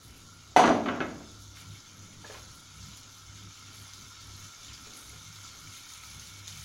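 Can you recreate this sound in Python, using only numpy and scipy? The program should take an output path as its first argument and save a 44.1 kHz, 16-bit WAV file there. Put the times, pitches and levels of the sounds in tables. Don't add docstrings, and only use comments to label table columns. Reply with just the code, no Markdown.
import sys
import numpy as np
from scipy import signal
from scipy.fft import rfft, irfft
from scipy.io import wavfile
from scipy.ndimage import uniform_filter1d, map_coordinates

SR = 44100
rng = np.random.default_rng(int(sys.argv[2]) if len(sys.argv) > 2 else 0)


def persist_wave(psi):
    counts = np.round(np.clip(psi, -1, 1) * 32767).astype(np.int16)
    wavfile.write(sys.argv[1], SR, np.atleast_2d(counts).T)


N = 292824
TIME = np.arange(N) / SR
FREQ = np.maximum(np.fft.rfftfreq(N, 1 / SR), 1)

# start in seconds, level in dB, stove-top thump in dB, emphasis of
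# the spot struck in dB, its centre in Hz, contact cut-off in Hz, direct crack in dB, its t60 in
# seconds, clack of the grate in dB.
IMPACTS = [(0.5624, -5.5, -7.5, 15, 760, 14000, 0.5, 0.039, -47),
           (0.567, -7.5, 3.5, 8, 750, 14000, -2, .04, -40.5),
           (0.592, -7.5, 3.5, 11, 940, 9000, -8, .04, -52),
           (0.637, -12, 12.5, 9, 1240, 4500, 4.5, 0.081, -50),
           (0.656, -8.5, 3.5, -22, 2950, 8000, 4, 0.023, -53),
           (0.676, -16.5, 7, 5.5, 1350, 6460, 14.5, 0.046, -49.5),
           (0.691, -22.5, 13.5, 0, 1400, 12000, 16.5, 0.033, -52),
           (0.702, -14.5, 12.5, 7.5, 620, 1960, 3.5, 0.053, -65),
           (0.8587, -18, 8, 6, 790, 3600, 4.5, 0.051, -56.5),
           (0.884, -16.5, 6.5, 7, 1380, 3000, 1, 0.071, -48.5),
           (0.95, -27, 14.5, 11, 1420, 2200, -2, .05, -67),
           (1.0032, -22.5, 9.5, 12, 1470, 3930, 7.5, 0.076, -48),
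           (1.013, -22, 9, 5, 1470, 3740, -3, 0.054, -55.5),
           (1.2024, -48.5, 15, 8, 700, 2000, 17, 0.061, -72)]
# frequency in Hz, relative spectral level in dB.
SIZZLE_SPECTRUM = [(2600, -7.5), (3000, -5), (3600, -0.5), (4180, -2.5), (4510, -3), (5290, -2.5),
                   (6430, 1), (7150, -3.5), (8130, -14), (11200, -9), (13700, -25.5), (15000, -18),
                   (15800, -17)]


def undb(db):
    return 10 ** (np.asarray(db) / 20)


def unit(x):
    return x / np.sqrt(np.mean(x ** 2))


def fade(t, t60):
    return np.exp(-np.log(1000) * t / t60)


def lookup(points, hz):
    f, value = np.transpose(points)
    return np.interp(np.log(hz), np.log(f), value)


def colour(x, gain):
    cepstrum = irfft(np.log(np.maximum(gain, 1e-5)), N)
    cepstrum[1:N // 2] *= 2
    cepstrum[N // 2 + 1:] = 0
    response = irfft(np.exp(rfft(cepstrum)), N)[:N // 8]
    return signal.fftconvolve(x, response)[:N]


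def passband(x, hz, kind, order):
    return signal.sosfilt(signal.butter(order, hz, kind, fs=SR, output="sos"), x)


def resonances(rows):
    return sum(undb(db) / (1 + ((FREQ - hz) / width) ** 2) for hz, width, db in rows)


def walk(rate):
    hold = int(SR / rate)
    steps = rng.standard_normal(2000)[np.arange(N) // hold]
    return 1.3 * uniform_filter1d(uniform_filter1d(steps, hold), hold)


def drone(modes):
    x = irfft(rfft(rng.standard_normal(N)) * resonances(modes), N)
    return x / np.sqrt(uniform_filter1d(x ** 2, SR // 12))


def flame():
    # time in seconds, then drone, rumble and
    # rush levels in dB.
    low_levels = [(0, -55, -61, -57), (.12, -68, -60, -58.5), (.3, -53.5, -73, -57.5),
                  (.45, -59.5, -61, -63), (1.3, -50.5, -55, -59.5), (1.48, -54.5, -55.5, -63),
                  (1.71, -45.5, -61, -55.5), (1.85, -72, -71.5, -61), (2, -52.5, -76, -56.5),
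                  (2.2, -56, -67, -57), (2.45, -55, -54, -59), (2.66, -64, -71.5, -60.5),
                  (2.851, -47, -49.5, -64), (2.97, -59, -63, -59.5), (3.18, -59.5, -71, -62.5),
                  (3.3, -51, -51.5, -59.5), (3.46, -51, -67, -55), (3.55, -60.5, -67, -63),
                  (3.7, -53, -69, -55.5), (3.82, -51, -58, -58), (3.92, -61, -71, -70),
                  (4, -55.5, -55, -54), (4.14, -63.5, -68.5, -65), (4.3, -52.5, -54.5, -59),
                  (4.46, -51.5, -72, -57), (4.55, -72, -74, -67), (4.73, -53, -50, -55.5),
                  (4.95, -70, -78.5, -59), (5.05, -59, -54.5, -59.5), (5.33, -49.5, -68, -64),
                  (5.45, -53.5, -67, -59.5), (5.56, -65, -62, -61.5), (5.7, -50, -67, -56.5),
                  (5.83, -72, -79.5, -63.5), (5.92, -64, -68, -67), (6.06, -57, -56, -62),
                  (6.25, -56, -58, -57.5), (6.42, -51, -65.5, -61), (6.64, -52, -53, -80)]
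    # centre in Hz, half-width in Hz, level in dB.
    drone_modes = [(99.64, 2.53, 1), (152, 4.1, -15.5), (189, 17, -24.5)]
    rumble_modes = [(65.3, 4.4, 3), (59.6, 3.14, -14), (124, 22.4, -14.5)]
    # frequency in Hz, relative spectral level in dB.
    rush_spectrum = [(15, 3.5), (25, -5.5), (45, -9), (120, 4), (190, -1.5), (270, 0), (380, -8),
                     (520, -12.5), (700, -13.5), (1200, -21), (2000, -20.5), (5000, -63.5)]
    s, *levels = np.transpose(low_levels)
    drone_db, rumble_db, rush_db = (np.interp(TIME, s, db) for db in levels)
    rush = unit(colour(rng.standard_normal(N), undb(lookup(rush_spectrum, FREQ))))
    low_rush, air = (passband(rush, 420, kind, order=3) for kind in ("low", "high"))
    lows = undb(drone_db) * drone(drone_modes) + undb(rumble_db) * drone(rumble_modes)
    flutter = walk(21.94)
    burner = undb(1.8 * flutter) * lows + undb(rush_db + 1.2 * flutter) * low_rush
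    return burner + undb(-59.5 + 2.3 * walk(12)) * air


def boiling():
    # start in seconds, change of
    # the sizzle in dB, change of the fizz in dB, release time constant in seconds.
    flares = [(.01, -0.5, 7.5, 0.088), (.15, 0, 6, 0.047), (1.25, 1.5, 1, 0.045), (1.385, -0.5, 7, 0.033),
              (1.549, 5.5, 8.5, 0.081), (2.25, 4.5, 4.5, 0.22), (2.52, 0, 6, 0.07),
              (2.785, 3.5, 0.5, 0.133), (2.95, 1, 4, .07), (3.34, 2, 1.5, .09), (3.71, 2, 4, 0.15),
              (4.19, 2.5, 6, 0.15), (4.42, 2, 0, .07), (4.6, 1.5, -1, .1), (4.7, 1, 2, 0.098),
              (4.95, 2.5, 8, 0.055), (5.43, 4.5, 0, 0.083), (5.72, 1.5, 4, 0.11), (5.88, 1.5, 1.5, 0.145),
              (6.48, 1, 2.5, .12)]
    # centre in seconds, change in dB, half-length
    # in seconds.
    wavers = [(1.47, 0, .08), (3.192, 0.5, .03), (4.135, 0, .04), (4.86, 1, .04), (6.42, -3.5, .035)]
    boil_db = -57 + TIME
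    fizz_db = -69.5 + 1.53 * TIME
    attack_s = 0.0223
    for s, boil_rise_db, fizz_rise_db, release_s in flares:
        age = TIME - s
        flare = np.clip(age / attack_s, 0, 1) * np.exp(-np.maximum(age - attack_s, 0) / release_s)
        boil_db += boil_rise_db * flare
        fizz_db += fizz_rise_db * flare
    waver_db = sum(db * np.exp(-((TIME - s) / half_s) ** 2) for s, db, half_s in wavers)
    return boil_db + waver_db + .4 * walk(14), fizz_db + waver_db + 1.7 * walk(10)


def bursts(rate, spread_db):
    occurs = rng.random(N) < rate / SR
    size = np.minimum(rng.exponential(size=N), 6)
    sign = np.sign(rng.standard_normal(N))
    return unit(occurs * sign * undb(spread_db * size))


def bubbles(count, cycles, spread_db):
    out, t = np.zeros(N + 512), np.arange(512) / SR
    when, pitch, size = rng.random((count, 3)).T
    hz = 2500 * 6 ** pitch[:, None]
    gain = undb(-spread_db * np.log(np.maximum(size, .012)))[:, None]
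    rings = gain * np.sqrt(hz) * np.sin(2 * np.pi * hz * t) * fade(t, cycles / hz)
    starts = (when * N).astype(int)[:, None]
    np.add.at(out, starts + np.arange(len(t)), rings)
    return unit(out[:N])


def tiles(x, wet_db, t60):
    decay = fade(TIME[:SR // 2], t60) ** 2
    power = np.abs(signal.fftconvolve(x ** 2, decay / decay.sum())[:N])
    return x + undb(wet_db) * np.sqrt(power) * rng.standard_normal(N)


def reflect(x):
    # delay in seconds, level in dB.
    echoes = [(.0011, -19.5), (.0026, -20.5), (.0043, -32.5), (.0071, -16), (0.0108, -12), (0.018, -32)]
    return x + sum(undb(db) * np.interp(TIME - delay - 2e-5 * walk(0.92), TIME, x) for delay, db in echoes)


def patchy(x, spread_db, width_hz, span_s):
    hz, s, spectrum = signal.stft(x, SR, nperseg=1024)
    chance = rng.standard_normal((300, 900))
    place = np.meshgrid(hz / width_hz, s / span_s, indexing="ij")
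    gain = undb(spread_db * map_coordinates(chance, place, order=1, mode="mirror"))
    return unit(signal.istft(spectrum * gain, SR, nperseg=1024)[1][:N])


def butter():
    # centre in Hz, half-width in Hz, level in dB.
    bowl_modes = [(1010, 180, -6), (1302, 45.2, -1), (1390, 48, 0), (1394, 170, -6)]
    boil_db, fizz_db = boiling()
    crackle = bursts(rate=5000, spread_db=3.0)
    crackle += undb(-9.5) * bubbles(count=3500, cycles=54, spread_db=1.0)
    crackle = reflect(tiles(crackle, wet_db=0.5, t60=0.134)) * undb(0.355 * walk(30))
    crackle = patchy(crackle, spread_db=2.5, width_hz=160, span_s=.04)
    spectrum = undb(lookup(SIZZLE_SPECTRUM, FREQ)) / np.sqrt(1 + (3100 / FREQ) ** 20)
    treble = 1 / (1 + (8000 / FREQ) ** 24)
    foam = unit(colour(crackle, spectrum * (1 - treble)))
    ticks = crackle + 0.4 * bursts(rate=300, spread_db=-1.0)
    ticks += .5 * bubbles(count=1200, cycles=80, spread_db=1.0)
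    ticks = patchy(ticks, spread_db=2.0, width_hz=330, span_s=.025)
    fizz = unit(colour(ticks, spectrum * treble)) * undb(1.2 * walk(24))
    gathered = patchy(bursts(rate=4000, spread_db=2.5), spread_db=2.5, width_hz=69.4, span_s=.04)
    bowl = unit(colour(gathered, resonances(bowl_modes)))
    bowl_db = -60.0 + 0.8 * (boil_db - boil_db.mean())
    return undb(boil_db) * foam + undb(fizz_db) * fizz + undb(bowl_db) * bowl


def pops():
    # frequency in Hz, relative spectral level in dB.
    spectrum = [(1000, -27), (1500, -9), (1900, -7.5), (2020, -11), (2150, 2.5), (2330, -1.5), (2580, -8),
                (2900, -4), (3100, -1.5), (3500, -15.5), (5000, -35.5)]
    # time in seconds, level in dB.
    waves = [(0, -66.5), (.16, -60), (.29, -68), (.38, -63), (.5, -67.5), (1.25, -64.5), (1.535, -69),
             (1.57, -55), (1.68, -61.5), (1.76, -60), (1.92, -62.5), (2.2, -63.5), (2.3, -59), (2.65, -65),
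             (2.85, -59.5), (3.19, -64), (3.3, -60.5), (3.5, -61), (3.7, -59), (4.15, -60), (4.25, -59.5),
             (4.4, -58), (4.7, -58.5), (5.0, -61), (5.45, -57.5), (5.64, -61.5), (5.72, -56), (6.1, -58),
             (6.64, -54.5)]
    crackle = reflect(tiles(bursts(rate=1500, spread_db=3.0), wet_db=1, t60=.15))
    crackle = patchy(crackle, spread_db=3.0, width_hz=160, span_s=.045)
    level_db = np.interp(TIME, *np.transpose(waves))
    return undb(level_db) * unit(colour(crackle, undb(lookup(spectrum, FREQ))))


def crowded(hz, spacing_hz=35, spread_db=4.5, full_depth_hz=2000):
    heights = np.interp(hz / spacing_hz, np.arange(1000), rng.standard_normal(1000))
    comb = undb(spread_db * heights * np.minimum(hz / full_depth_hz, 1))
    return comb / np.sqrt(uniform_filter1d(comb ** 2, size=1000))


def contact(hz, db, thump_db, spot_db, spot_hz, cut_hz):
    thump = thump_db / (1 + (np.log2(hz / 275) / 0.69) ** 2)
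    spot = spot_db / (1 + (np.log2(hz / spot_hz) / 0.31) ** 2)
    return undb(db + thump + spot) / np.sqrt(1 + (hz / cut_hz) ** 6)


def pan():
    # frequency in Hz, relative level in dB, t60 in seconds.
    modes = [(97.8, -13, 2.3), (168, -11, 1), (203, -9, .7), (246, -3, .78), (289, -2, .85), (322, -8, .97),
             (362, -4.5, .8), (420, -.5, .55), (488, -11, .9), (555, -5, .55), (576, -3, .55),
             (609, -4.5, .55), (667, -1, .55), (686, -7, .45), (739, 1.5, .36), (750, -5, .2),
             (788, -9, .35), (903, -2.5, .38), (963, -5, .32), (1028, -9, .4), (1096, -7, .45),
             (1116, -11, .4), (1167, -9, .45), (1260, -12, .5), (1286, -13, .4), (1394, -14, .55),
             (1588, -11, .35), (1764, -15, .5), (1916, -12, .35), (2004, -9, .4), (2017, -6.5, .42),
             (2207, -11, .35), (2551, -8.5, .4), (2825, -11, .35), (2865, -10, .35), (2919, -9, .45),
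             (2980, -11, .35), (3076, -14, .35), (3203, -13, .35), (3340, -13, .35), (3400, -13, .35),
             (3457, -14, .45), (3833, -15, .4), (4321, -11, .28), (4450, -13, .3), (4490, -14, .3),
             (4729, -14, .3), (4795, -15, .3), (5491, -16, .28), (5915, -10, .3), (5943, -5.5, .34),
             (6126, -15, .3), (6185, -11, .3), (6551, -11, .28), (6885, -12, .32), (7843, -17, .3),
             (8156, -22, .15), (8538, -15, .3), (8931, -22, .28), (9025, -21, .28), (9243, -24, .3),
             (9588, -20, .33), (10680, -14, .3), (10920, -16, .3), (11040, -20, .3), (12150, -18.5, .28),
             (12270, -18.5, .22), (12900, -26, .17), (13440, -25, .17)]
    # frequency in Hz, relative spectral level in dB.
    clatter_spectrum = [(35, -44.5), (60, -32), (93, -18.5), (139, -16), (242, -7), (385, -11.5), (738, -9),
                        (849, -13), (931, -10.5), (4630, -27), (5200, -33), (6120, -24.5), (7370, -40),
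                        (12300, -53), (15500, -104)]
    # band centre in Hz, t60 in seconds.
    clatter_decay = [(150, 0.92), (500, 0.67), (1500, 0.5), (4000, 0.61), (12000, 0.5)]
    out, t = np.zeros(N), TIME[:2 * SR]
    hz = np.maximum(np.fft.rfftfreq(len(t), 1 / SR), 1)
    mode_hz, mode_db, mode_t60 = np.transpose(modes)[:, :, None]
    centres, t60s = np.transpose(clatter_decay)
    band_shares = np.array([np.interp(np.log(hz), np.log(centres), row) for row in np.eye(len(centres))])
    spectrum = crowded(hz) * unit(undb(lookup(clatter_spectrum, hz)))
    spectrum /= np.sqrt(1 + (80 / hz) ** 10)
    energy = 0
    for s, *blow, crack_db, crack_t60, _ in IMPACTS:
        age = np.maximum(t - s, 0)
        onset = 1 - fade(age, .003)
        excitation = contact(hz, *blow) * rfft(rng.standard_normal(len(t)))
        bands = irfft(band_shares * spectrum * excitation, len(t))
        envelopes = undb(crack_db) * fade(age, crack_t60) + fade(age, t60s[:, None])
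        out[:len(t)] += undb(-20.5) * onset * (bands * envelopes).sum(axis=0)
        energy = energy + (onset * contact(mode_hz, *blow) * fade(age, mode_t60)) ** 2
    waver_cycles = 0.024 * np.array([walk(25.0)[:len(t)] for _ in modes])
    sway_db = 1.27 * np.array([walk(25.0)[:len(t)] for _ in modes])
    rings = np.sin(2 * np.pi * (mode_hz * t + rng.random(mode_hz.shape) + waver_cycles))
    out[:len(t)] += (undb(mode_db - 28.5 + sway_db) * np.sqrt(energy) * rings).sum(axis=0)
    return out


def ringing(modes, t):
    hz, db, t60 = np.transpose(modes)[:, :, None]
    tones = np.sin(2 * np.pi * (hz * t + rng.random(hz.shape)))
    return unit((undb(db) * tones * fade(t, t60)).sum(axis=0))


def grate():
    # frequency in Hz, relative level in dB, t60 in seconds.
    modes = [(1316, 0, 0.2), (1362, -2, 0.16), (1513, 1, 0.163), (1906, -11.5, 0.21), (2000, -6.5, .1),
             (2153, -8, 0.273), (2420, -15.5, 0.22), (2576, -10, 0.1966), (2595, -10.5, 0.216),
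             (2840, -13.5, 0.13), (3005, -10, 0.2), (3490, -17, .2), (3700, -22, 0.18)]
    out, t = np.zeros(N), TIME[:SR // 2]
    onset = 1 - fade(t, 0.0036)
    for s, *_, clack_db in IMPACTS:
        noise = unit(passband(rng.standard_normal(len(t)), (1200, 4000), "band", order=4))
        tick = undb(13.5) * noise * fade(t, t60=.022)
        out[int(s * SR):][:len(t)] += undb(clack_db) * (ringing(modes, t) + tick) * onset
    return out


def spits():
    # start in seconds, level in dB, pitch in Hz.
    drops = [(1.707, -43, 3820), (1.8027, -42, 4880), (2.97, -44, 11000), (3.9353, -35.5, 6330),
             (4.0106, -37.5, 6310), (4.632, -36, 6330), (4.647, -35, 6870), (4.7323, -37, 6100),
             (4.9355, -38.5, 4500), (5.0944, -36.5, 10440), (5.387, -39, 1370), (5.3865, -44, 2150),
             (5.6737, -39, 2280), (5.764, -46, 3530), (5.903, -40, 6470), (5.9365, -34, 6900),
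             (6.035, -37, 2180), (6.104, -38.5, 10500), (6.1962, -35, 6500), (6.3617, -42, 3560),
             (6.473, -36, 6630), (6.4784, -28, 6600), (6.4782, -33.5, 3550), (6.523, -42, 9900),
             (6.5738, -33, 6300), (6.6103, -39, 6540)]
    snaps, rings, t = np.zeros(N + SR), np.zeros(N + SR), TIME[:SR // 10]
    ring_age = np.maximum(t - 0.0014, 0)
    for s, db, hz in drops:
        snap, steam = rng.standard_normal((2, len(t)))
        burst = 0.63 * snap * fade(t, 0.0054) + 0.37 * steam * fade(t, 0.28)
        ring = 0.54 * np.sin(2 * np.pi * hz * t) * fade(ring_age, 30 / hz)
        snaps[int(s * SR):][:len(t)] += undb(db) * burst
        rings[int(s * SR):][:len(t)] += undb(db) * ring
    snaps = colour(snaps[:N], undb(lookup(SIZZLE_SPECTRUM, FREQ)))
    return passband(snaps, 2200, "high", order=4) + rings[:N]


def bumps():
    # start in seconds, levels of scuff, ring and tap in dB,
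    # pitch of the tap in Hz.
    touches = [(2.241, -42, -66, -38, 850), (2.247, -48, -64, -36, 1670), (2.298, -40.5, -60.5, -33, 560),
               (2.322, -45, -74.5, -50, 750), (2.341, -38.5, -79, -42, 1250), (4.869, -57, -70.5, -49, 420),
               (5.129, -59, -70.5, -54, 450)]
    # frequency in Hz, relative level in dB, t60 in seconds.
    modes = [(427, 11.5, 0.12), (518, -3.5, 0.65), (590, -7, 1), (720, -2, 0.17), (743, -6, 0.88),
             (1710, 3.5, 0.18)]
    # frequency in Hz, relative spectral level in dB.
    scuff_spectrum = [(150, -34), (350, 4), (800, 3.5), (1600, 0), (2300, -1), (4000, -10), (8000, -55)]
    scuffs, rings, t = np.zeros(N + SR), np.zeros(N + SR), TIME[:SR // 2]
    onset = 1 - fade(t, 0.0092)
    for s, scuff_db, ring_db, tap_db, tap_hz in touches:
        tap = undb(tap_db) * np.sin(2 * np.pi * tap_hz * t) * fade(t, t60=0.024)
        scuff = undb(scuff_db) * rng.standard_normal(len(t)) * fade(t, t60=0.34)
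        scuffs[int(s * SR):][:len(t)] += onset * scuff
        rings[int(s * SR):][:len(t)] += onset * (undb(ring_db) * ringing(modes, t) + tap)
    return colour(scuffs[:N], undb(lookup(scuff_spectrum, FREQ))) + rings[:N]


def spurts():
    # start in seconds, level in dB, centre in Hz,
    # half-width in Hz, t60 in seconds.
    jets = [(3.935, -56, 4030, 1210, 0.12), (4.681, -49, 3120, 690, 0.24), (4.733, -48, 4930, 700, 0.19),
            (5.762, -48, 3700, 398, 0.12), (6.473, -46, 3500, 400, 0.015), (6.485, -52, 5270, 1800, .2)]
    out, crackle = np.zeros(N), rfft(bursts(rate=6000, spread_db=3.5))
    for s, db, hz, width_hz, t60 in jets:
        age = np.maximum(TIME - s, 0)
        jet = unit(irfft(crackle * resonances([(hz, width_hz, 0)]), N))
        out += undb(db) * jet * (1 - fade(age, 0.005)) * fade(age, t60)
    return out


def scene():
    return (pan() + grate() + bumps() + butter() + pops() + spits() + spurts() + flame())[None]


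def record(dry):
    return signal.sosfilt(signal.ellip(10, .2, 80, 15800, fs=SR, output="sos"), dry)


dry = scene()
out = record(dry)
persist_wave(out)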